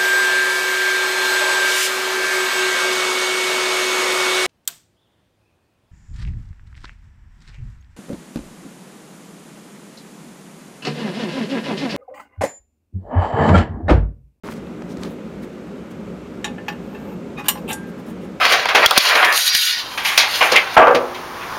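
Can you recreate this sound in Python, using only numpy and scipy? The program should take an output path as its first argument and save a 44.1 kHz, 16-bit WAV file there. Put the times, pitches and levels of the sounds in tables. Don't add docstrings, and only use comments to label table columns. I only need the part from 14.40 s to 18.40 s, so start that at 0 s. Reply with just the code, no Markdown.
import sys
import numpy as np
from scipy import signal
from scipy.fft import rfft, irfft, next_fast_len
from scipy.io import wavfile
from scipy.ndimage import map_coordinates

SR = 44100
rng = np.random.default_rng(int(sys.argv[2]) if len(sys.argv) > 2 else 0)


def digitize_waveform(pressure):
    field = np.atleast_2d(pressure).T
    bounded = np.clip(field, -1, 1)
    quanta = np.round(bounded * 32767).astype(np.int16)
    wavfile.write(sys.argv[1], SR, quanta)


N = 176400
STEEL_LOW_HZ = 680


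def clinks():
    bands_hz = [900, 1800, 2800, 3800, 4800, 7000, 9500, 12000, 14000, 15500]
    # (time [s], gain per band [dB]..., rod ring [dB], favoured pitch [Hz], seat [0-1])
    strikes = [(2.0434, -11, -14, -12, -13, -24.5, -15.5, -29.5, -30, -44, -44, -23, 3670, .05),
               (2.077, -28, -29, -28, -24, -48, -50, -55, -58, -60, -62, -20, 2557, .05),
               (2.181, -27.5, -26.5, -29.5, -43, -55, -60, -62, -60, -60, -62, -20, 1775, .05),
               (2.2822, -14.5, -12, -13, -23.5, -18, -31, -41, -48, -28, -54, -22, 2577, 0.04),
               (2.325, -25, -35, -26, -41, -50, -50, -56, -49, -43, -58, -17, 1776, .05),
               (2.548, -32, -25, -33, -42, -43, -59, -56, -58, -60, -62, -12, 2660, .05),
               (3.008, -28, -28, -40, -44, -52, -56, -58, -58, -58, -64, -16, 895, .3),
               (3.0839, -9, -9.5, -7.5, -8.5, -11, -7, -5, -1.5, -8, -12, -25, 2830, 1),
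               (3.154, -17, -28, -36, -39, -39, -52, -56, -56, -56, -60, -24, 1022, 1),
               (3.174, -30, -33, -29, -37, -35, -49, -56, -56, -56, -60, -24, 2600, 0.49),
               (3.3018, -29, -24, -13, -27, -54, -51, -40, -37, -32, -49, 4, 2620, .1),
               (3.3125, -34, -33, -35, -24, -44, -43, -36, -36, -34, -48, 0, 3540, .1),
               (3.318, -31, -33, -45, -32, -28, -30, -43, -45, -41, -55, 1, 5800, .6),
               (3.329, -29, -28, -38, -24, -25.5, -16.5, -19.5, -21, -28, -35, -0.5, 1554, .4),
               (3.434, -35, -34.5, -44, -51, -54, -56, -60, -60, -60, -62, -3, 1760, 0.54)]
    out = np.zeros(N)
    for time_s, *gains_db, rod_db, favoured_hz, seat in strikes:
        add(out, time_s, banded(steel(rod_db, favoured_hz, seat), bands_hz, gains_db, STEEL_LOW_HZ))
    return out


def steel(rod_db, favoured_hz, seat):
    # (frequency [Hz], level struck on rim [dB], level struck in slot [dB], t60 [s])
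    jig_modes = [(826, -13, -15, .15), (875, -18, -20, .15), (1035, -20, -15, .14), (1135, -22, -20, .22),
                 (1410, -24, -27, .12), (1660, -17, -16, .14), (1776, -16, -27, .17), (1997, -26, -21, .2),
                 (2115, -29, -23, .12), (2555, -18, -28, .1), (2665, -20, -29, .1), (2810, -20, -28, .13),
                 (2868, -27, -16, .095), (2940, -32, -19, .07), (3012, -27, -20, .14),
                 (3195, -23, -19, .13), (3539, -26, -20, .13), (3784, -19, -30, .13), (3865, -21, -20, .1),
                 (4134, -32, -22, .14), (4581, -23, -28, .15), (4630, -30, -18, .12), (5250, -26, -26, .12),
                 (5550, -28, -23, .19), (5648, -20, -27, .13), (5740, -30, -25, .24), (6557, -19, -22, .1),
                 (6862, -21, -24, .13), (7040, -15, -15, .12), (7285, -24, -22, .1), (8323, -22, -23, .1),
                 (8522, -18, -16, .13), (9007, -25, -22, .09), (9792, -17, -27, .17),
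                 (10430, -24, -16, .06), (10753, -27, -24, .07), (11080, -18, -19, .09),
                 (11720, -19, -24, .14), (12058, -26, -11, .075), (12330, -28, -21, .08),
                 (14170, -15, -20, .14), (14782, -25, -21, .11), (14959, -25, -21, .11)]
    # (frequency [Hz], level [dB], t60 [s])
    rod_modes = [(877, -19, .22), (1599, -17, .62), (2323, -22, .13), (3540, -23, .1), (7690, -23, .12),
                 (10233, -21, .12), (13222, -24, .22)]
    t = np.arange(SR // 2) / SR
    seated_modes = [(hz, rim + (slot - rim) * seat, t60) for hz, rim, slot, t60 in jig_modes]
    body = clatter(t) + ring(seated_modes, t) + amp(rod_db) * ring(rod_modes, t)
    lift_db, relative_width = 7.5, 0.028
    return coloured(body, lambda hz: lift_db / (1 + ((hz / favoured_hz - 1) / relative_width) ** 2))


def ring(modes, t, scatter_db=2):
    out = np.zeros(len(t))
    for hz, db, t60_s in modes:
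        decay = amp(db + scatter_db * rng.standard_normal() - 60 * t / t60_s)
        out += decay * np.sin(2 * np.pi * (hz * t + rng.random()))
    return out


def clatter(t):
    # (frequency [Hz], t60 [s])
    decay_times = [(600, 0.18), (2500, 0.079), (7000, 0.074), (15000, 0.087)]
    # (frequency [Hz], gain [dB])
    spectrum = [(700, -2), (3000, -2), (7000, -3), (15000, -5)]
    # (centre [Hz], width [Hz], depth [dB])
    gaps = [(955, 37, 14), (1315, 85, 3), (1630, 23, 17.5), (1950, 40, 8), (2170, 170, -1), (3330, 100, -1),
            (4580, 97, 13), (10380, 160, 15)]
    bins_hz, frames_s, noise = signal.stft(rng.standard_normal(len(t)), SR, nperseg=128)
    decay = amp(-60 * frames_s / along(decay_times, bins_hz)[:, None])
    burst = signal.istft(noise * decay, SR, nperseg=128)[1][:len(t)]
    return coloured(burst, lambda hz: along(spectrum, hz) - valleys(gaps, hz))


def slides(edge_s=0.0045, swell_db=6):
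    bands_hz = [900, 1800, 2600, 3600, 5500, 8000, 11000, 13300, 15500]
    # (time [s], length [s], gain per band [dB]..., rod ring [dB], favoured pitch [Hz], seat [0-1])
    strokes = [(2.41, .33, -42, -57, -52, -62, -66, -67, -68, -57, -67.5, -7, 13222, .05),
               (2.969, 0.039, -33, -33, -34, -41, -38.5, -59, -49, -49, -63, -23, 1190, 0.26),
               (3.035, 0.037, -24.5, -33, -30, -38, -43, -46, -43, -47, -55.5, -15, 2620, 0.9),
               (3.275, 0.04, -24, -34, -23, -29, -45, -35, -37, -31, -44, 2, 2560, .1),
               (3.456, 0.045, -52, -53, -59, -61, -58, -62, -57.5, -57, -65.5, -20, 10430, .5),
               (3.569, 0.033, -48, -49, -58, -52, -59, -62, -60, -58, -60, -17, 10550, .5),
               (3.655, 0.054, -44.5, -41, -62, -49, -57, -58, -51, -59, -51, -20.5, 10300, 0.41),
               (3.80, 0.053, -45, -46, -50, -53, -60, -59.5, -59, -62, -62, -18, 10300, 0.45)]
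    out, t = np.zeros(N), np.arange(SR // 2) / SR
    for time_s, length_s, *gains_db, rod_db, favoured_hz, seat in strokes:
        gate = np.clip(np.minimum(t, length_s - t) / edge_s, 0, 1)
        push = gate * amp(swell_db * np.minimum(t / length_s, 1))
        body = steel(rod_db, favoured_hz, seat)
        slips = ticks(len(t), rate_per_s=880, scatter_db=3)
        rub = signal.fftconvolve(push * slips, body / np.linalg.norm(body))
        add(out, time_s, banded(rub, bands_hz, gains_db, STEEL_LOW_HZ))
    return out


def squeak(start_s=2.965, rise_s=0.02, t60_s=0.17, pitch_hz=1236):
    # (harmonic number, level [dB])
    partials = [(1, -37), (2, -30), (3, -41), (5, -55)]
    t = np.arange(N) / SR - start_s
    swell = np.clip(t / rise_s, 0, 1) * amp(-60 * np.maximum(t - rise_s, 0) / t60_s)
    phase = 2 * np.pi * np.cumsum(pitch_hz * (1 + 0.013 * wobble(280))) / SR
    flutter = amp(1.7 * wobble(160))
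    return swell * flutter * sum(amp(db) * np.sin(k * phase) for k, db in partials)


def gravel():
    bands_hz = [1200, 3000, 5500, 13000]
    # (peak time [s], Gaussian width [s], gain per band [dB]...)
    scuffs = [(.07, 0.025, -25, -38.5, -46, -55), (0.077, .0013, -18, -36, -47, -58),
              (.087, 0.0011, -16.5, -36, -47, -62), (0.117, 0.013, -30, -40, -44, -49),
              (.125, 0.00098, -25, -33, -42, -52), (0.14, 0.0015, -36, -36, -42, -48),
              (.168, 0.016, -40, -48, -47, -60), (0.271, 0.0023, -35, -39, -57, -65),
              (.422, 0.0015, -19, -43, -39, -64), (0.516, 0.02, -41, -46, -45, -60),
              (0.572, 0.0014, -35, -37, -33, -57), (.582, .002, -35, -36, -46, -64),
              (.635, 0.0014, -23, -23, -25, -50), (0.643, 0.029, -28, -38.5, -43, -56),
              (0.709, 0.021, -50, -43, -59, -55), (1.038, .011, -34, -43, -50, -53),
              (1.515, 0.0073, -36, -46, -50, -56)]
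    out, t = np.zeros(N), np.arange(SR // 7) / SR
    for peak_s, width_s, *gains_db in scuffs:
        swell = np.exp(-0.5 * ((t - t.mean()) / width_s) ** 2)
        add(out, peak_s - t.mean(), banded(crunch(len(t)) * swell, bands_hz, gains_db, low_hz=770))
    return out


def crunch(size):
    # (pitch [Hz], grain rate [1/s])
    stones = [(1000, 700), (2000, 900), (4000, 1500), (7000, 2200), (12000, 3000)]
    out = np.zeros(size)
    for pitch_hz, rate_per_s in stones:
        grains = ticks(size, rate_per_s, scatter_db=5.5)
        out += coloured(grains, lambda hz: -20 * np.log2((hz + 1) / pitch_hz) ** 2)
    return unit(out)


def forge(roar_db=-32, roar_sway_db=1.18, hiss_db=-48, hiss_sway_db=0.18):
    # (frequency [Hz], relative density [dB])
    roar_spectrum = [(20, -33), (32, -50), (50, -19), (66, -9), (85, -16.5), (108, -13), (150, -6.5),
                     (178, 0.5), (215, -1), (250, -2), (300, -3.5), (400, -4.5), (540, -10.5), (600, -15),
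                     (660, -19), (900, -24), (1300, -32), (2500, -61)]
    # (centre [Hz], width [Hz], depth [dB])
    dips = [(139, 7.5, 4.5), (280.8, 6, 16.5), (336.4, 8.4, 15.5), (387.3, 6.4, 10), (436.6, 8.6, 13),
            (492.3, 4.1, 9)]
    # (frequency [Hz], relative density [dB])
    hiss_spectrum = [(590, -28.5), (1000, -1.5), (1100, -5), (1250, 0.5), (1830, -7), (2250, -6.5),
                     (4900, -19.5), (7440, -21.5), (10100, -31), (11700, -28.5), (16000, -43.5)]
    roar = unit(coloured(rng.standard_normal(N), lambda hz: along(roar_spectrum, hz) - valleys(dips, hz)))
    hiss = unit(coloured(rng.standard_normal(N), lambda hz: along(hiss_spectrum, hz)))
    roar *= amp(roar_db + roar_sway_db * wobble(7.06))
    hiss *= amp(hiss_db + hiss_sway_db * wobble(7.62))
    return roar + hiss


def yard(x, level_db=-20, t60_s=0.25, rise_s=0.0093):
    t = np.arange(SR // 2) / SR
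    tail = rng.standard_normal(len(t)) * amp(-60 * t / t60_s) * np.minimum(t / rise_s, 1)
    return amp(level_db) * signal.fftconvolve(x, tail / np.linalg.norm(tail))[:N]


def ticks(size, rate_per_s, scatter_db):
    impulses = (rng.random(size) < rate_per_s / SR) * np.sign(rng.standard_normal(size))
    return unit(impulses * amp(scatter_db * np.clip(rng.standard_normal(size), -2, 2)))


def wobble(knots_per_s):
    knots = rng.standard_normal(int(N * knots_per_s / SR) + 4)
    return map_coordinates(knots, [np.arange(N) * knots_per_s / SR])


def coloured(x, curve_db):
    size = 2 * next_fast_len(len(x) // 2 + 4096)
    gain = amp(curve_db(np.fft.rfftfreq(size, 1 / SR)))
    cepstrum = irfft(np.log(np.maximum(gain, 1e-6)))
    cepstrum[1:size // 2] *= 2
    cepstrum[size // 2 + 1:] = 0
    return irfft(rfft(x, size) * np.exp(rfft(cepstrum)))[:len(x)]


def banded(x, bands_hz, gains_db, low_hz):
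    points = list(zip(bands_hz, gains_db))
    return coloured(x, lambda hz: along(points, hz) - 10 * np.log10(1 + (low_hz / (hz + 1)) ** 10))


def along(points, hz):
    knots_hz, values = np.transpose(points)
    return np.interp(np.log(hz + 1), np.log(knots_hz + 1), values)


def valleys(dips, hz):
    return sum(db * np.exp(-0.5 * ((hz - centre) / width) ** 2) for centre, width, db in dips)


def amp(db):
    return 10 ** (np.asarray(db) / 20)


def unit(x):
    return x / np.sqrt(np.mean(x ** 2) + 1e-20)


def add(track, time_s, sound):
    part = track[max(0, round(time_s * SR)):][:len(sound)]
    part += sound[:len(part)]


def scene():
    near = clinks() + slides() + squeak() + gravel()
    return (near + yard(near) + forge())[None]


def record(dry):
    open_s, ceiling, top_hz = 0.035, 0.85, 15700
    clipped = np.clip(dry * (np.arange(N) / SR > open_s), -ceiling, ceiling)
    return signal.sosfilt(signal.butter(24, top_hz, fs=SR, output="sos"), clipped)


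dry = scene()
out = record(dry)
digitize_waveform(out)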